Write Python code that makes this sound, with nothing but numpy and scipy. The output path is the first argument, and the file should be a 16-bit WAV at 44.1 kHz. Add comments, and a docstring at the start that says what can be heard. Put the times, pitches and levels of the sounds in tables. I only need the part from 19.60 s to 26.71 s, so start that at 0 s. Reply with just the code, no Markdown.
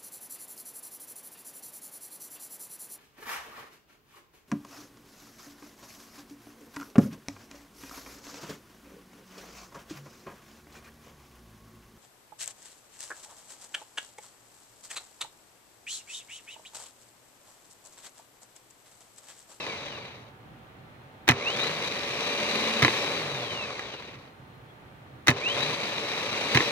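"""A starter motor is tested on a plywood bench outdoors, close to a two-port microphone.
It coasts to rest, then twice the solenoid slams in, the armature spins up and the solenoid drops out again.
Shaped noise makes the rattle and brush hiss, and sine tones the whine and hum; all follow the armature's speed.
Steel blows are short noise cracks, ringing sines and bright ticks; dying sines swing the bench at each throw.
Behind lie soft outdoor noise, faint far tones and one hoarse chirp."""
import sys
import numpy as np
from scipy import signal
from scipy.fft import rfft, irfft
from scipy.io import wavfile
from scipy.ndimage import uniform_filter1d

SR = 44100
rng = np.random.default_rng(int(sys.argv[2]) if len(sys.argv) > 2 else 0)


def master_out(mix):
    """Clip the mix to full scale and print it as 16-bit PCM to the path in sys.argv[1]."""
    frames = np.transpose(np.atleast_2d(mix))
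    ceiling = np.clip(frames, -1, 1)
    pcm = np.round(ceiling * 32767).astype(np.int16)
    wavfile.write(sys.argv[1], SR, pcm)


N = 313531
TIME = np.arange(N) / SR  # s
HZ = np.fft.rfftfreq(N, 1 / SR)
BARS = 28  # commutator bars round the shaft

# each time the starter is energised:
# plunger slams home t/s, solenoid switched off t/s, free speed [turns/s], run-up time [s]
RUNS = [(1.6889, 3.2186, 242.3, 0.4094), (5.6819, 6.9432, 238.2, 0.3942)]
# the right port against the left: f/Hz, level/dB, lag [radians], likeness [0-1]
RIGHT_PORT = [(200, 2, -0.1, 0.99), (550, -1, -0.2, 0.95), (730, 3, -0.0, 0.65), (1000, -3, 0.7, 0.64),
              (1700, 3, 1.0, 0.75), (2350, 3, 1.6, 0.83), (2900, 0, 2.5, 0.75), (3400, -11, 2.6, 0.42),
              (3900, -19, 1.3, 0.45), (4500, -13, 1.9, 0.21), (5100, -6, 2.3, 0.61), (6100, -11, 3.1, 0.18),
              (7500, -6, 3.9, 0.24), (9000, -9, 3.9, 0.12), (10500, -2, 3.9, 0.35), (15000, -1, 1.5, 0.35)]


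def amp(db):
    """Turns decibels into a gain."""
    return 10 ** (np.asarray(db) / 20)


def unit(x):
    """Scales a signal to rms 1."""
    return x / np.sqrt(np.mean(x ** 2) + 1e-20)


def read(table, hz):
    """Reads the columns of a table at any frequency, sliding smoothly between its rows."""
    f, *columns = np.transpose(table)
    return [np.interp(np.log(hz + 1), np.log(f + 1), c) for c in columns]


def colour(x, gain):
    """Filters a signal by a gain for each frequency."""
    return irfft(rfft(x) * gain, x.shape[-1])


def above(x, edge, order=4):
    """A smooth step from 0 to 1 as x rises past the edge; over frequency it acts as a high-pass."""
    return 1 - 1 / (1 + (x / edge) ** order)


def bell(x, centre, width):
    """A resonance curve of height 1."""
    return 1 / (1 + (2 * (x - centre) / width) ** 2)


def drift(rate_hz):
    """Slow random wandering of rms 1."""
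    return unit(colour(rng.standard_normal(N), 1 / (1 + (HZ / rate_hz) ** 4)))


def add(mix, s, sound):
    """Mixes a sound in at time s."""
    part = mix[..., round(s * SR):][..., :sound.shape[-1]]
    part += sound[..., :part.shape[-1]]


def blend(a, b, same):
    """Mixes two spectra so that the result is alike to the first by the given share."""
    return same * a + np.sqrt(1 - same ** 2) * b


def ports(pair):
    """The left port hears the first signal; the right hears it shifted and recoloured, blended with the second."""
    db, lag, same = read(RIGHT_PORT, HZ)
    a, b = rfft(pair)
    right = amp(db) * np.exp(-1j * lag) * blend(a, b, np.clip(same, 0, 1))
    return irfft(np.array([a, right]), N)


def motor(split_hz=1900, fizz_hz=7200, fizz_db=4.5, coast_fizz_db=1, fizz_trim_db=1):
    """Rubbing rings the case: rattle below, brushes above, more fizz at high speed; whine and hum ride on top."""
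    # what the motor case radiates: f/Hz, level/dB per Hz
    case = [(40.0, -26), (100.0, -3.5), (250.0, 1.5), (450.0, -0.5), (750.0, -1), (1500.0, -4.5),
            (3000.0, 0), (4500.0, -3), (6500.0, -15), (7500.0, -15.5), (10000.0, -22), (15500.0, -32)]
    # the resonances of the case: f/Hz, width [Hz], lift [dB]
    case_peaks = [(466, 160, 9.8), (578, 31, 10.5), (1069, 490, 9), (2110, 950, 3.2), (2387, 64, 5.1),
                  (2630, 115, 2.4), (3887, 340, 9.84), (4520, 73, 4.5), (6180, 820, 8), (9160, 210, 2.6)]
    speed, driven, current = armature()
    turns = np.cumsum(speed) / SR
    rattle_db, brush_db = friction_levels(speed, driven, current)
    case_db = read(case, HZ)[0]
    case_db = case_db + sum(db * bell(HZ, hz, width) for hz, width, db in case_peaks)

    source = rubbing(turns) + worn_track(turns, speed) + overtones(turns, speed)
    sound = ports(colour(source, amp(case_db) * above(HZ, 38)))
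    brushes = colour(sound, above(HZ, split_hz, order=6))
    rattle = sound - brushes
    # the brush level is that of the top of the hiss
    hiss = colour(brushes.mean(0), above(HZ, 3978, order=30)).std()
    fizz = colour(brushes, above(HZ, fizz_hz, order=8))
    fizz_lift_db = fizz_trim_db + fizz_db * (speed / 190 - 1.5) + coast_fizz_db * (0.5 - driven)
    brushes = brushes + fizz * (amp(fizz_lift_db) - 1)

    out = amp(rattle_db) * rattle / rattle.mean(0).std() + amp(brush_db) * brushes / hiss
    out = out + whine(turns, speed, driven) + hum(turns, speed)
    return out * np.clip(speed / 6, 0, 1)  # fades out below 6 turns/s


def armature():
    """Speed [turns/s], drive (0 coasting, 1 driven) and current (0-1, used under drive), which falls as speed rises."""
    opening_speed = 96.54  # turns/s
    contact_s, break_s = 0.015, 0.0108  # main contacts close after the slam, open after the switch-off
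    run_up_power = 0.774  # power of time: below 1 the run-up is steepest at first
    speed, driven, current = coast(opening_speed, TIME), np.zeros(N), np.zeros(N)
    for slam_s, cut_s, free_speed, run_up_s in RUNS:
        on = round((slam_s + contact_s) * SR)
        off = round((cut_s + break_s) * SR)
        current[on:] = np.exp(-(TIME[:N - on] / run_up_s) ** run_up_power)
        driven[on:off] = 1
        speed[on:off] = free_speed * (1 - current[on:off])
        speed[off:] = coast(speed[off - 1], TIME[:N - off])
    return speed, uniform_filter1d(driven, size=600), current


def coast(start_speed, elapsed_s):
    """Dry brush friction and air drag bring the armature to rest."""
    friction = 125.0  # turns/s lost each second
    windage_speed = 278.7  # turns/s at which air drag equals the friction
    angle = np.arctan(start_speed / windage_speed) - elapsed_s * friction / windage_speed
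    return windage_speed * np.tan(np.maximum(angle, 0))


def friction_levels(speed, driven, current, loose_db=1.27, loose_hz=28, sputter_db=2.0, sputter_hz=110):
    """Rattle and brush hiss [dB] follow speed; driven brushes sputter and the motor shakes, coasting it flutters."""
    # speeds at which the driven motor shakes on the bench:
    # speed [turns/s], width [turns/s], rattle lift [dB], brush lift [dB]
    shakes = [(138, 35, 4, 3.5), (224.1, 30, 5.5, 7)]
    decades = np.log10((speed + 1) / 100)  # 0 near 100 turns/s, 1 at ten times that

    rattle = -38.5 - 1.5 * decades
    brush = -61 + 33 * decades
    brush = brush + 23.5 * current  # extra brush hiss at full current
    brush = brush + sputter_db * np.sqrt(current) * drift(sputter_hz)
    for centre, width, rattle_lift_db, brush_lift_db in shakes:
        shake = bell(speed, centre, width)
        rattle = rattle + rattle_lift_db * shake
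        brush = brush + brush_lift_db * shake

    flutter = loose_db * drift(loose_hz) * np.clip(1.5 - speed / 150, 0, 1.5)
    chatter = 3 * above(speed, 180, order=16)  # the freed pinion chatters above 180 turns/s
    free_rattle = -40 + 18.5 * decades + flutter
    free_brush = -49.5 + 20 * decades + flutter / 2 + chatter
    coasting = 1 - driven
    return driven * rattle + coasting * free_rattle, driven * brush + coasting * free_brush


def rubbing(turns, flutter_db=1.08, wobble_db=1.1, slot_db=0.6, grain_db=1.5, grains_db=-6, slow_depth=0.31):
    """Friction noise and tiny knocks swell once a turn and at every fourth bar, more deeply at low speed."""
    sizes = amp(grain_db * np.minimum(rng.exponential(1, N), 3))
    happens = rng.random(N) < 1500 / SR  # about 1500 knocks a second
    knocks = rng.standard_normal((2, N)) * sizes * happens
    depth = 1 + slow_depth * np.clip(2 - np.gradient(turns) * SR / 55, 0, 1)
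    angle = 2 * np.pi * turns
    turn_db = wobble_db * np.cos(angle) + slot_db * np.cos(angle * BARS / 4)
    swell_db = flutter_db * drift(52) + depth * turn_db
    noise = rng.standard_normal((2, N)) + amp(grains_db) * unit(knocks)
    return unit(noise * amp(swell_db) / np.sqrt(depth))


def worn_track(turns, speed, track_db=-3, size=4096, order=120):
    """The brushes ride over the same roughness every turn: a comb of high shaft multiples."""
    multiple = np.arange(order)
    height = rng.standard_normal((2, order)) + 1j * rng.standard_normal((2, order))
    track = unit(irfft(height * above(multiple, 52, order=8), size))
    ridden = np.array([np.interp(turns % 1, np.arange(size) / size, side) for side in track])
    return amp(track_db) * ridden * np.sqrt(order * speed / SR)


def overtones(turns, speed, slow_db=4, waver_db=0.5):
    """Slot and commutator overtones, clearest when coasting slowly; the case radiates them only in the treble."""
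    # weaker tones locked to the shaft: multiple of the speed, level/dB before the lifts below
    orders = [(13, -19), (21, -26), (22, -22), (35, -21), (41, -22), (49, -26), (63, -26), (84, -24),
              (112, -24)]
    slow = np.clip(2 - speed / 100, 0, 1)
    gaining = uniform_filter1d(np.gradient(speed) * SR, size=2000)  # turns/s gained each second
    steady = 1 - np.clip(gaining / 500, 0, .8)  # weaker while speeding up
    angle = 2 * np.pi * turns + 0.004 * drift(60)
    tones = np.zeros((2, N))
    for multiple, db in orders:
        radiated = above(multiple * speed, 2350, order=12)
        start = rng.uniform(0, 2 * np.pi, (2, 1))
        tones += radiated * amp(db + waver_db * drift(22)) * np.cos(multiple * angle + start)
    return tones * steady * amp(slow_db * slow)


def whine(turns, speed, driven, coast_db=-2, octave_db=-7, driven_octave_db=-16):
    """Bars pass the brushes: a line and its octave flare on the case's resonances, patchy when coasting."""
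    # how the case radiates the whine, before trims: f/Hz, driven level/dB, coasting level/dB
    case_whine = [(1750, -59, -61), (2270, -39, -40), (2450, -35, -45), (2740, -25.5, -35.5),
                  (3250, -35, -38), (3480, -46, -42), (3780, -28, -36), (4020, -33, -38), (4250, -45, -48),
                  (4550, -51, -43), (5000, -55, -43), (5750, -46, -44), (6200, -55, -53), (9000, -64, -58)]
    out = np.zeros((2, N))
    for multiple, driven_trim_db, coast_trim_db in [(BARS, 0, 0), (2 * BARS, driven_octave_db, octave_db)]:
        driven_db, free_db = read(case_whine, multiple * speed)
        patchy_db = 2.5 * drift(35)
        free_db = free_db + coast_db + coast_trim_db + patchy_db
        level_db = driven * (driven_db + driven_trim_db) + (1 - driven) * free_db
        out += shaft_tone(level_db, multiple * turns) * above(multiple * speed, 1400, order=8)
    return out * above(speed, 43, order=8)


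def hum(turns, speed):
    """Unbalance hums at the shaft speed, loudest on the resonances of the mounting."""
    # resonances of the mounting: f/Hz, width [Hz], level/dB before the bell is squared and trimmed
    mount = [(137, 72, -44), (223, 25, -40.5)]
    felt = np.interp(TIME - 0.03, TIME, speed)  # the resonances take 0.03 s to build
    gain = sum(amp(db) * bell(felt, hz, width) ** 2 for hz, width, db in mount)
    return shaft_tone(20 * np.log10(gain), turns) * above(speed, 48)


def shaft_tone(db, turns):
    """One slightly unsteady sine line; the right port hears it with its own level and lag."""
    level_db = db + 2 * drift(25) - 1
    right_db, lag, _ = read(RIGHT_PORT, np.abs(np.gradient(turns)) * SR)
    angle = 2 * np.pi * turns
    pair = np.array([np.cos(angle), amp(right_db) * np.cos(angle - .75 * lag)])
    return np.sqrt(2) * amp(level_db) * pair


def strikes():
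    """Every knock, clack and faint lead-in as (t/s, level/dB, treble/dB), in the same pattern for each run."""
    # the loose pinion knocks while coasting: t/s, level/dB
    knocks = [(.066, -23), (.258, -28), (.284, -36), (4.194, -22), (4.423, -32)]
    # the solenoid's pull-in blows: t/s from the slam, level/dB, treble/dB;
    # the first row is only a faint lead-in before the clacks
    pull_in = [(-0.015, -29, 3), (-0.0105, -16, 14), (-0.0088, -14, 0), (0, -2, 9.5), (0.005, -4.5, -2.5),
               (0.0125, -7.5, -4), (0.0215, -15.5, 14.5), (0.030, -13, -7)]
    # the blows as the spring throws the parts back: t/s after the switch-off, level/dB, treble/dB
    drop_out = [(0.0042, -10, 5.5), (0.0085, -8, 4.5), (0.017, -11.5, 1), (0.0297, -2, -2), (0.033, -23, 5),
                (0.0617, -8.5, -13)]
    # how hard the solenoid works in each run, added to the levels: pull-in [dB], drop-out [dB]
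    force = [(0, 0.5), (0, -1)]
    blows = [(s, db, 4) for s, db in knocks]  # knocks have 4 dB of treble lift
    for (slam_s, cut_s, _, _), (pull_db, drop_db) in zip(RUNS, force):
        blows += [(slam_s + s, db + pull_db, treble_db) for s, db, treble_db in pull_in]
        blows += [(cut_s + s, db + drop_db, treble_db) for s, db, treble_db in drop_out]
    return blows


def solenoid(crack_t60=0.028, rattle_t60=0.16, rattle_db=-17, ring_db=5, treble_hz=4500, soft_s=0.00019):
    """Steel meets steel: a short crack, ringing modes, and a rattling tail from the bench."""
    # ringing modes of the steel: f/Hz, level/dB before the ring lift, time to fall 60 dB [s]
    steel = [(1020, -16.5, 0.11), (1706, -10.5, 0.058), (2027, 0.5, 0.016), (2500, -11, 0.075),
             (2964, -25.5, 0.058), (3776, -0.5, 0.017), (4220, -14, 0.051), (6060, -10, 0.011)]
    # the dense clatter between the modes: f/Hz, level/dB per Hz
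    clatter_table = [(100, -24), (300, 17.5), (600, 11.5), (1300, 16.5), (2000, -14), (3000, 14.5),
                     (4000, -3), (5200, 2.5), (6200, 1.5), (8000, -12.5), (11000, -19), (16000, -31)]
    t = np.maximum(np.arange(8192) - 512, 0) / SR  # a still lead of 512 samples leaves room for the filters
    lead_s = np.argmax(t > 0) / SR
    hz = np.fft.rfftfreq(len(t), 1 / SR)
    fade = amp(-60 * t / crack_t60) + amp(rattle_db - 60 * t / rattle_t60)
    clatter = unit(amp(read(clatter_table, hz)[0]) * above(hz, 110))
    out = np.zeros((2, N))
    for s, db, treble_db in strikes():
        rise = 1 - np.exp(-t / (soft_s * min(amp(-37.0 - db), 1)))  # hard blows start more abruptly
        crack = colour(rng.choice([-1, 1], (2, len(t))) * fade * rise, clatter)
        ring = 0
        for f, level, t60 in steel:
            detuned = f * rng.normal(1, 0.0395, (2, 1))  # each time and side rings a little off
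            ring = ring + amp(level - 60 * t / t60) * np.sin(2 * np.pi * (detuned * t + rng.random()))
        blow = colour(crack + amp(ring_db) * ring * rise, amp(treble_db * above(hz, treble_hz)))
        add(out, s - lead_s, amp(db) * blow / 4)
    return ports(out)


def ticks(tick_t60=0.0082, tick_db=-20, tick_hz=6500, hardness=1.1):
    """The first instant of each hard blow is a bright tick; soft blows have hardly any."""
    out = np.zeros((2, N))
    fade = amp(-60 * np.arange(1024) / SR / tick_t60)
    for s, db, treble_db in strikes():
        level_db = tick_db + hardness * (db + treble_db / 2)
        add(out, s, amp(level_db) * fade * rng.choice([-1, 1], (2, len(fade))))
    return ports(colour(out, above(HZ, tick_hz) * (1 - above(HZ, 12500, order=8))))


def bench(rise_s=0.0068, low_hz=65):
    """The plunger's recoil sets the plywood swinging for a few cycles; the open board radiates no deep bass."""
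    # the plywood's modes: f/Hz, level/dB against each other, time to fall 60 dB [s]
    board = [(98.5, -8, 0.2), (128.3, 6.5, 0.1), (147, 2.5, 0.066), (248, 1.5, 0.1), (400, -15, 0.51)]
    slam_delay_s, cut_delay_s = 0.00667, 0.00727  # recoil after the slam and after the switch-off
    recoil = amp(-13.5)  # peak, before the two ports part
    t = np.arange(SR // 3) / SR
    swing = sum(amp(db - 60 * t / t60) * np.sin(2 * np.pi * hz * t) for hz, db, t60 in board)
    swing = swing * (1 - np.exp(-t / rise_s))
    swing = signal.sosfilt(signal.butter(2, low_hz, "high", fs=SR, output="sos"), swing)
    swing = swing / abs(swing).max()
    out = np.zeros(N)
    for slam_s, cut_s, _, _ in RUNS:
        add(out, slam_s + slam_delay_s, recoil * swing)
        add(out, cut_s + cut_delay_s, recoil * swing)
    return out * amp([[-1], [1]])  # 1 dB down on the left, 1 dB up on the right


def yard():
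    """Distant outdoor rumble swells gently under a steady hiss, with a few faint, wavering tones."""
    # colour of the outdoor air: f/Hz, left level/dB per Hz, right level/dB per Hz, likeness [-1 to 1]
    air_table = [(20, -21, -72, 0.8), (51.4, -19, -9, 0.85), (80, -10, -11, 1.0), (129, -1.5, 0.5, 0.94),
                 (173, -10, -9, 0.84), (400, -15, -12.5, 0.79), (830, -17.5, -15.5, -0.13),
                 (1500, -20, -18, -0.24), (2470, -25, -23.5, -0.055), (3280, -26.5, -30.5, 0.13),
                 (3860, -27.5, -37, -0.49), (5070, -39.5, -39.5, 0.17), (8000, -44.5, -43.5, -0.0037),
                 (15500, -44.5, -44, 0.0)]
    # faint tones from far away: f/Hz, level/dB before the lifts below
    far_tones = [(764.4, -70), (882.9, -72), (1179, -75), (4129, -84.5)]
    left_db, right_db, same = read(air_table, HZ)
    a, b = rfft(rng.standard_normal((2, N)))
    right = amp(right_db) * blend(a, b, np.clip(same, -1, 1))
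    air = irfft(np.array([amp(left_db) * a, right]), N)
    hiss = colour(air, above(HZ, 400))
    rumble = (air - hiss) * amp(drift(6))
    air = hiss + rumble
    air = amp(-51) * air / air.mean(0).std()
    for hz, db in far_tones:
        angle = 2 * np.pi * np.cumsum(hz + 2 * drift(25)) / SR  # the pitch wavers by about 2 Hz
        sides = np.array([[1], [amp(read(RIGHT_PORT, hz)[0])]])
        level_db = db + 1.5 + 2 * above(hz, 3000) + 2 * drift(4)
        air = air + amp(level_db) * np.sqrt(2) * np.sin(angle) * sides / sides.mean()
    return air


def chirp(s=5.1, length_s=0.027, hz=3330, width_hz=100, db=-60):
    """One faint, hoarse chirp far away: a narrow band of noise that swells and fades."""
    band = unit(colour(rng.standard_normal((2, N)), np.exp(-((HZ - hz) / width_hz) ** 2)))
    return ports(amp(db) * band * np.exp(-((TIME - s) / length_s) ** 2))


def scene():
    """Motor, solenoid and bench in the open air."""
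    return motor() + solenoid() + ticks() + bench() + yard() + chirp()


def record(dry):
    """The microphone rounds off the hardest peaks; then the recorder cuts the top of the treble."""
    rounded = dry / (1 + (dry / 0.8) ** 4) ** 0.25
    low_pass = signal.firwin(511, 15850, window=("kaiser", 9), fs=SR)  # edge at 15850 Hz
    return signal.oaconvolve(rounded, low_pass[None], "same")


dry = scene()
out = record(dry)
master_out(out)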